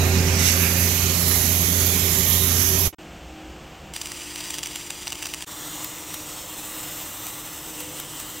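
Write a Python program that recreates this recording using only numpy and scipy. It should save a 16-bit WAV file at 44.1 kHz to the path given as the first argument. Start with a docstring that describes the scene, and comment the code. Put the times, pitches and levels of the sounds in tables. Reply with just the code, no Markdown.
"""At a drain, then in a steel workshop. A sewer jetter blasts water through the drain pipe: on the right
the jet hisses, bursts through a plug of mud and goes on spraying, over the drone of its three-cylinder
pump engine. It all ends with a low bump. Then, in mono, fans and transformers hum in the workshop while
a stick welder strikes an arc. The arc sputters and pops as drops of molten metal burst, and later burns
with an even hiss."""
import sys
import numpy as np
from scipy import signal
from scipy.fft import rfft, irfft, next_fast_len
from scipy.io import wavfile
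from scipy.ndimage import uniform_filter1d, map_coordinates

SR = 44100
rng = np.random.default_rng(int(sys.argv[2]) if len(sys.argv) > 2 else 0)


def pcm_store(signal):
    """Save signal as 16-bit PCM."""
    levels = np.round(np.clip(np.atleast_2d(signal), -1, 1) * 32767)
    wavfile.write(sys.argv[1], SR, levels.astype(np.int16).T)


N = 370440

MUD_START, BURST, MUD_END, JET_END = .35, .48, .569, 2.872  # at the drain, t/s
SHOP_START, STRIKE, SPUTTER_END, BURN_START = 2.985, 3.936, 5.446, 5.469  # in the workshop, t/s


# The water's tone (how strong each pitch is): f/Hz, level/dB
JET_TONE = [(300, -35), (500, -6), (1200, -8.5), (1900, -4.5), (2450, -1), (3000, -6.5), (3550, -12),
            (4200, -6.5), (5200, -7.5), (5800, -3), (6400, -1), (7300, -7), (9000, -14), (12400, -41)]  # at the mouth of the pipe
MUD_TONE = [(300, -37), (600, -7), (1100, -10.5), (1700, -3.5), (2300, 1), (2900, -6.5), (3700, -9.5),
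            (4800, -2.5), (6200, 0), (7700, -3), (9000, -11.5), (12400, -42)]  # bursting through the mud
DEEP_PIPE_TONE = [(300, -10.5), (550, -10.5), (850, -11.5), (1120, -7), (1500, -9.5), (2200, -4.5),
                  (2700, -8), (3100, -3.5), (3700, -5), (5200, -5), (6350, 1.5), (6700, -1.5), (7700, -4),
                  (8100, -9), (9500, -13), (12400, -42)]  # further up the pipe
SPRAY_TONE = [(6000, -30), (8500, -21.5), (10000, -5.5), (11200, -2), (11900, 3), (12200, -6.5),
              (12800, -1), (14300, -4), (14700, -11.5), (15800, -11.5)]  # fine mist
# Gushes of spray: t/s, boost/dB
GUSHES = [(.64, 1), (.83, 2.5), (1.32, 3), (2.17, 1.5), (2.34, 2)]

def water_jet():
    """The jet bores through a plug of mud, then scours the pipe and throws fine spray in gushes."""
    opened = ramp(MUD_START, BURST)
    burst = opened - ramp(BURST, MUD_END)
    inside = ramp(1.12, 1.23)  # the nozzle is all the way in
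    gush_db = sum(db * swell(s, rise=.064, fall=.095) for s, db in GUSHES)
    rush_db = -27.5 + 1.1 * opened + 7.5 * burst + .32 * gush_db
    spray_db = -34 + 7.5 * opened + 2 * inside + gush_db
    mud = np.clip(1.5 * burst, 0, 1)
    depth = ramp(.58, 1.27)  # the nozzle travels up the pipe
    pipe = np.sqrt(1 - depth) * splash(JET_TONE, rate=1500, click_db=-12, patchy_db=2.5)
    pipe += np.sqrt(depth) * splash(DEEP_PIPE_TONE, rate=1200, click_db=-8.5, patchy_db=2)
    rush = np.sqrt(1 - mud) * pipe + np.sqrt(mud) * splash(MUD_TONE, rate=900, click_db=-2.5, patchy_db=3)
    surge_db = .27 * wobble(22.17)
    spray = splash(SPRAY_TONE, rate=640, click_db=-8.5, patchy_db=2)
    rush *= amp(rush_db + surge_db + .43 * wobble(60))
    spray *= amp(spray_db + surge_db + .65 * wobble(45.1))
    return rush + spray


# Where the water sits: f/Hz, left minus right level/dB
WATER_BALANCE = [(400, -6), (1300, -9.5), (2400, -9.5), (4400, -8.5), (6500, -17.5), (8100, -13),
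                 (12000, -17), (15000, -18.5)]
# How alike its two sides sound: f/Hz, likeness (1 = the same)
WATER_LIKENESS = [(300, 0.79), (640, 0.8), (1400, .05), (3100, 0.3), (7000, .12), (15000, .1)]

def splash(tone, rate, click_db, patchy_db):
    """Droplets hit the pipe, rate times a second, and are heard mostly on the right."""
    drops = np.array([patchy(crackle(rate, 5.5, click_db), patchy_db) for side in range(2)])
    pan = lambda hz: amp(along(WATER_BALANCE, hz))
    angle = lambda hz: np.arccos(np.clip(along(WATER_LIKENESS, hz), -1, 1))
    pair = filtered(drops, lambda hz: amp(along(tone, hz)) / np.hypot(1, pan(hz)))
    left = filtered(pair, lambda hz: pan(hz) * [np.cos(angle(hz)), np.sin(angle(hz))]).sum(0)
    right = pair[0]
    return np.array([left, right]) / np.std((left + right) / 2)


# Tone of the sputtering arc: f/Hz, level/dB
SPUTTER_TONE = [(400, -23), (700, -9.5), (950, -5), (1450, -9), (1900, -3.5), (2900, -2), (3500, -3),
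                (4100, -6.5), (8200, -5), (9000, -8), (10500, -8.5), (11200, -18), (12200, -16),
                (13300, -9.5), (14700, -12), (15700, -10)]
# Pitches at which the pipe joint rings: f/Hz, width/Hz, boost/dB
JOINT_RING = [(2900, 220, 4.5), (4850, 260, 7), (5350, 200, -3), (5950, 330, 7), (6520, 180, -4),
              (7350, 350, 6), (8300, 250, 5)]
# Moments when the arc nearly goes out: start t/s, end t/s, level change/dB
NEAR_OUTS = [(4.594, 4.631, -5), (5.132, 5.167, -2)]

def sputtering_arc(pops):
    """The young arc fries raggedly and its drops burst, both ringing in the joint being welded."""
    heat_db = 2.9 * swell(4.45, rise=.44, fall=.4)  # it heats up and settles
    dips_db = sum(db * between(start, end) for start, end, db in NEAR_OUTS)
    level_db = -38 + heat_db + dips_db + 1.2 * wobble(70)
    frying = patchy(crackle(rate=1100, spread_db=3.8, click_db=-3), depth_db=1)
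    hiss = amp(level_db) * coloured(frying, SPUTTER_TONE, JOINT_RING)
    cracks = amp(2) * np.std(pops) * coloured(pops, SPUTTER_TONE, JOINT_RING)
    return (hiss + cracks) * between(STRIKE, SPUTTER_END)


# Tone of the settled arc and of its high sizzle: f/Hz, level/dB
BURN_TONE = [(400, -21), (700, -4.5), (1150, -3), (1600, -9), (2000, -3.5), (2300, -7), (2850, -4),
             (3700, -4.5), (4800, -10), (6000, -6), (8000, -4), (8800, -5), (10000, -12.5), (14300, -40)]
SIZZLE_TONE = [(8000, -28), (10000, -11), (12000, -6.5), (13000, -3.5), (14500, 1), (15800, -7)]
# How the two rise and fall: t/s, relative burn level/dB, relative sizzle level/dB
BURN_STRENGTH = [(5.5, -38.5, -44), (5.64, -37, -41.5), (6.2, -39, -43), (6.92, -36.5, -38),
                 (7.2, -39, -39.5), (7.76, -38, -42.5), (8.08, -39.5, -44), (8.38, -39, -41)]
# Pitches at which the groove rings, at three spots along it: f/Hz, width/Hz, boost/dB
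START_RING = [(2850, 180, 2), (3600, 200, 3.5), (5850, 190, 6), (6320, 160, -3), (6820, 220, 7),
              (7600, 200, 6), (8250, 180, 4)]
MIDDLE_RING = [(2900, 220, 3), (5300, 160, 4), (6150, 220, 4), (6700, 160, -3), (7280, 200, 5),
               (8130, 260, 8)]
END_RING = [(2900, 200, 3.5), (5350, 160, 2.5), (6100, 200, 3.5), (6650, 200, -4), (7300, 230, 6),
            (7920, 260, 7)]
# Where the welding rod is: t/s, spot (0 = start, 2 = end)
ROD_PATH = [(6.2, 0), (6.45, 1), (7.25, 0.74), (7.55, 1.6)]

def even_arc(pops):
    """The settled arc hisses and flares at each drop; the groove's ring shifts as the rod moves."""
    burn_db, sizzle_db = curves(BURN_STRENGTH)
    position, = curves(ROD_PATH)
    flares = sum(swell(s, rise=.046, fall=.046) for s, db, wait in MOLTEN_DROPS if s > BURN_START)
    flare_db = 2 * flares + .75 * wobble(50)
    frying = patchy(crackle(rate=1500, spread_db=3.7, click_db=-9), depth_db=1.6)
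    burn = sum(np.clip(1 - np.abs(position - spot), 0, 1) * coloured(frying, BURN_TONE, ring)
               for spot, ring in enumerate([START_RING, MIDDLE_RING, END_RING]))
    fine_frying = patchy(crackle(rate=1500, spread_db=4, click_db=-9), depth_db=1)
    sizzle = coloured(fine_frying, SIZZLE_TONE)
    cracks = np.std(pops) * (amp(-2) * coloured(pops, BURN_TONE) + amp(1) * coloured(pops, SIZZLE_TONE))
    hiss = amp(burn_db + .95) * burn + amp(sizzle_db + 1) * sizzle
    return (amp(flare_db) * hiss + cracks) * between(BURN_START, N / SR + 1, fade=.015)


# Drops of molten metal that short the arc: t/s, relative level/dB, wait until it relights/s
MOLTEN_DROPS = [(3.9375, -29, .001), (3.964, -22.5, .001), (4.0154, -22, .0036), (4.0583, -24.5, .001),
                (4.0712, -30, .001), (4.1185, -23, .001), (4.359, -24.5, .001), (4.4061, -26, .003),
                (4.5053, -21.5, .0017), (4.5417, -24.5, 0.0011), (4.5849, -20.5, 0.0052),
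                (4.6321, -19.5, 0.0045), (4.659, -24, .001), (4.759, -22, 0.0011), (4.9051, -20, .001),
                (5.0718, -19.5, .0074), (5.1225, -21, 0.0066), (5.2257, -21.5, .004), (5.2566, -22, .002),
                (5.268, -23.5, 0.0034), (5.3383, -19.5, .0067), (5.4234, -23, 0.00094),
                (5.8452, -24.5, 0.00092), (6.1421, -24, .003), (7.2678, -27.5, .001), (7.8053, -27, 0.0026),
                (8.0005, -23.5, .001), (8.2011, -27, .001)]

def bursting_drops(crack_s=.00096, fizz_s=.0033, echo_s=.08, sparks_per_s=6):
    """Each drop fizzes and bursts, then the arc relights with a second crack; small sparks fall too."""
    lead = SR // 50
    t = (np.arange(SR // 5) - lead) / SR
    fizz = amp(-11) * np.exp(-np.abs(t) / fizz_s)
    hall_echo = amp(-23.5 - 60 * np.abs(t) / echo_s)
    shape = np.where(t < 0, fizz, np.exp(-np.abs(t) / crack_s) + hall_echo)
    cracks = [crack for s, db, wait in MOLTEN_DROPS for crack in [(s, db), (s + wait, db - 2)]]
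    sparks = np.flatnonzero(rng.random(N) < sparks_per_s / SR * between(STRIKE, SPUTTER_END))
    spark_db = rng.normal(-29.5, 2.5, N)[sparks]
    cracks += zip(sparks / SR, spark_db)
    power = np.zeros(N + SR)
    for s, db in cracks:
        power[round(s * SR) - lead:][:len(t)] += (amp(db) * shape) ** 2
    return np.sqrt(power[:N]) * np.sign(rng.standard_normal(N))


# The tones in the exhaust note: vibrations per engine cycle, relative level/dB
EXHAUST_TONES = [(2, -14), (3, 2.5), (5, -20.5), (6, -8), (8, -17.5), (9, -14), (13, -22.5), (15, -26),
                 (18, -24.5), (21, -30), (27, -24)]
# Tone of the puffs of gas: f/Hz, level/dB
PUFF_TONE = [(15, -35), (35, -25), (60, -2.5), (110, 0.5), (190, -1.5), (270, -4), (320, -7.5), (420, -8.5),
             (600, -15.5), (1000, -19), (2500, -39)]
# Pitches at which the engine's housing rings: f/Hz, width/Hz, boost/dB
HOUSING_RING = [(383, 14, 13), (170, 10, 8)]

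def pump_engine(firing_hz=87.25):
    """Three slightly unequal cylinders drone and puff out gas at each firing."""
    # the drone's level drops about half a second in, then slowly fades
    drone_db = -19.5 - 4 * ramp(.35, .569) - .63 * clock()
    speed = 1 + .0019 * wobble(2.94) + .0051 * wobble(24.94)
    firing = 2 * np.pi * np.cumsum(firing_hz * speed) / SR
    cycle = firing / 3  # three firings make one cycle
    note = sum(amp(db + 1.1 * wobble(14)) * np.cos(order * cycle) for order, db in EXHAUST_TONES)
    puffs = coloured(rng.standard_normal(N) * amp(1.3 * np.cos(firing)), PUFF_TONE, HOUSING_RING)
    throb_db = .5 * wobble(20)
    note_sides, puff_sides = amp([[-2.7], [.8]]), amp([[-9.5], [-4.3]])  # left, right
    return amp(drone_db + throb_db) * (note_sides * unit(note) + puff_sides * puffs)


# The bump as the water ends: t/s, f/Hz, level/dB
BUMP = (2.876, 42, -20)

def low_bump(width_s=.0039):
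    """One short, soft, low push of air."""
    s, hz, db = BUMP
    t = clock() - s
    return -amp(db) * np.cos(2 * np.pi * hz * t) * np.exp(-(t / width_s) ** 2)


# Tone of the workshop air, before the arc and under it: f/Hz, level/dB
IDLE_AIR_TONE = [(20, -28), (64, -3), (99, -18.5), (160, -9.5), (260, -16.5), (340, -20.5), (450, -18),
                 (780, -19.5), (1000, -23), (2000, -26), (2900, -23), (3900, -32.5), (5100, -34),
                 (7800, -34), (11300, -57), (13600, -40), (15700, -49)]
ROAR_TONE = [(15, -25), (30, -5), (100, -4), (160, -5), (240, -8.5), (305, -1.5), (360, -8), (500, -8),
             (800, -11.5), (1300, -13), (2000, -25), (3000, -60)]
# Hum of fans and transformers before the arc, under the sputter, under the burn: f/Hz, level/dB
IDLE_HUM = [(64.6, -54), (156.1, -63), (312.2, -51.5), (355.3, -54), (527.6, -61.5), (705.2, -57.5),
            (775.2, -57.5)]
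SPUTTER_HUM = [(64.6, -54), (156.1, -59.5), (301.5, -51.5), (355.3, -54.5), (899.0, -59.5)]
BURN_HUM = [(91.5, -60.5), (156.1, -55.5), (301.5, -52.5), (312.5, -54.5), (500.6, -62.5), (597.5, -64),
            (899, -63)]
# A distant machine whines once: peak t/s, rise/s, fall/s, peak level/dB, size of the swell/dB
DISTANT_WHINE = (7.82, .17, 0.6, -48, 22)

def workshop():
    """The ventilation roars and machines hum in the hall."""
    idle = amp(-42) * coloured(rng.standard_normal(N), IDLE_AIR_TONE)
    idle += hum(IDLE_HUM, waver_db=2.7, drift_hz=1.57)
    roar = coloured(rng.standard_normal(N), ROAR_TONE) * amp(.7 * wobble(6))
    peak, rise, fall, peak_db, depth_db = DISTANT_WHINE
    whine_db = peak_db + depth_db * (swell(peak, rise, fall) - 1)
    whine = amp(whine_db) * hum([(501, 0)], waver_db=2.2, drift_hz=1.94)
    early = amp(-46.5) * roar + amp(-.5) * hum(SPUTTER_HUM, waver_db=2.7, drift_hz=1.56)
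    late = amp(-45) * roar + whine + hum(BURN_HUM, waver_db=2.6, drift_hz=2.64)
    waiting = between(2.927, 2.947) + between(SHOP_START, STRIKE)  # a short blip comes first
    return idle * waiting + early * between(STRIKE, SPUTTER_END) + late * between(BURN_START, N / SR + 1)


def hum(tones, waver_db, drift_hz):
    """Machine tones that waver on their way through the hall."""
    sound = np.zeros(N)
    for hz, db in tones:
        gain = np.sqrt(2) * amp(db + waver_db * wobble(5))
        sound += gain * np.sin(2 * np.pi * np.cumsum(hz + drift_hz * wobble(9)) / SR)
    return sound


def crackle(rate, spread_db, click_db):
    """Hiss with rate tiny clicks a second; echoes off nearby surfaces make it slightly hollow."""
    hiss, size, chance = rng.standard_normal(N), rng.standard_normal(N), rng.random(N)
    clicks = (chance < rate / SR) * np.sign(rng.standard_normal(N))
    clicks *= amp(spread_db * np.clip(size, -2, 2))
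    direct = hiss + amp(click_db) * unit(clicks)
    echoes = sum(np.roll(direct, round(delay_s * SR)) for delay_s in rng.uniform(.003, .014, 8))
    return unit(direct + .13 * echoes)


def patchy(x, depth_db):
    """Swirling flow shifts the tone, in patches a few hundred Hz wide and a quarter second long."""
    spectra = signal.stft(x, nperseg=512)[2]
    patches = uniform_filter1d(rng.standard_normal(spectra.shape), 5, axis=0)
    patches = uniform_filter1d(patches, 45, axis=1)
    return signal.istft(spectra * amp(depth_db * unit(patches)), nperseg=512)[1][:N]


def coloured(x, tone, rings=()):
    """Give x a tone and ringing pitches, at strength 1."""
    ring_db = lambda hz: sum(db * np.exp(-((hz - centre) / width) ** 2) for centre, width, db in rings)
    return unit(filtered(x, lambda hz: amp(along(tone, hz) + ring_db(hz))))


def filtered(x, gain):
    """Turn each frequency of x up or down by gain(hz)."""
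    size = next_fast_len(N + 8192)
    return irfft(rfft(x, size) * gain(np.fft.rfftfreq(size, 1 / SR)), size)[..., :N]


def amp(db):
    """Decibels to gain."""
    return 10 ** (np.asarray(db) / 20)


def unit(x):
    """Scale to an average strength (rms) of 1."""
    return x / np.sqrt(np.mean(x ** 2) + 1e-20)


def clock():
    """Time of each sample."""
    return np.arange(N) / SR


def along(points, hz):
    """Read between (f/Hz, value) points, with octaves evenly spaced."""
    freqs, values = np.transpose(points)
    return np.interp(np.log(hz + 1), np.log(freqs + 1), values)


def curves(rows):
    """One value per sample for each column after the time."""
    times, *columns = np.transpose(rows)
    return [np.interp(clock(), times, column) for column in columns]


def wobble(rate):
    """A smooth random curve through rate points a second."""
    return map_coordinates(rng.standard_normal(int(N * rate / SR) + 4), [clock() * rate])


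def between(start, end, fade=.0046):
    """1 from start to end, with short fades."""
    return np.clip((clock() - start) / fade + .5, 0, 1) * np.clip((end - clock()) / fade + .5, 0, 1)


def ramp(start, end):
    """0 before start, 1 after end."""
    return np.interp(clock(), [start, end], [0, 1])


def swell(peak, rise, fall):
    """0 to 1 at the peak and back to 0."""
    return ramp(peak - rise, peak) - ramp(peak, peak + fall)


def scene():
    """The drain dies away quickly; after a moment of silence comes the workshop."""
    fade = amp(-750 * np.maximum(clock() - JET_END, 0))
    # between the two arcs the level dips briefly to a faint hiss
    dip = amp(-61) * coloured(rng.standard_normal(N), SPUTTER_TONE) * between(SPUTTER_END, BURN_START)
    drain = (pump_engine() + water_jet()) * fade + low_bump()
    hall = workshop()
    pops = bursting_drops()
    return drain + sputtering_arc(pops) + even_arc(pops) + hall + dip


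def record(dry, top_hz=15780):
    """Cut away the very highest treble."""
    return filtered(dry, lambda hz: hz < top_hz)


dry = scene()
out = record(dry)
pcm_store(out)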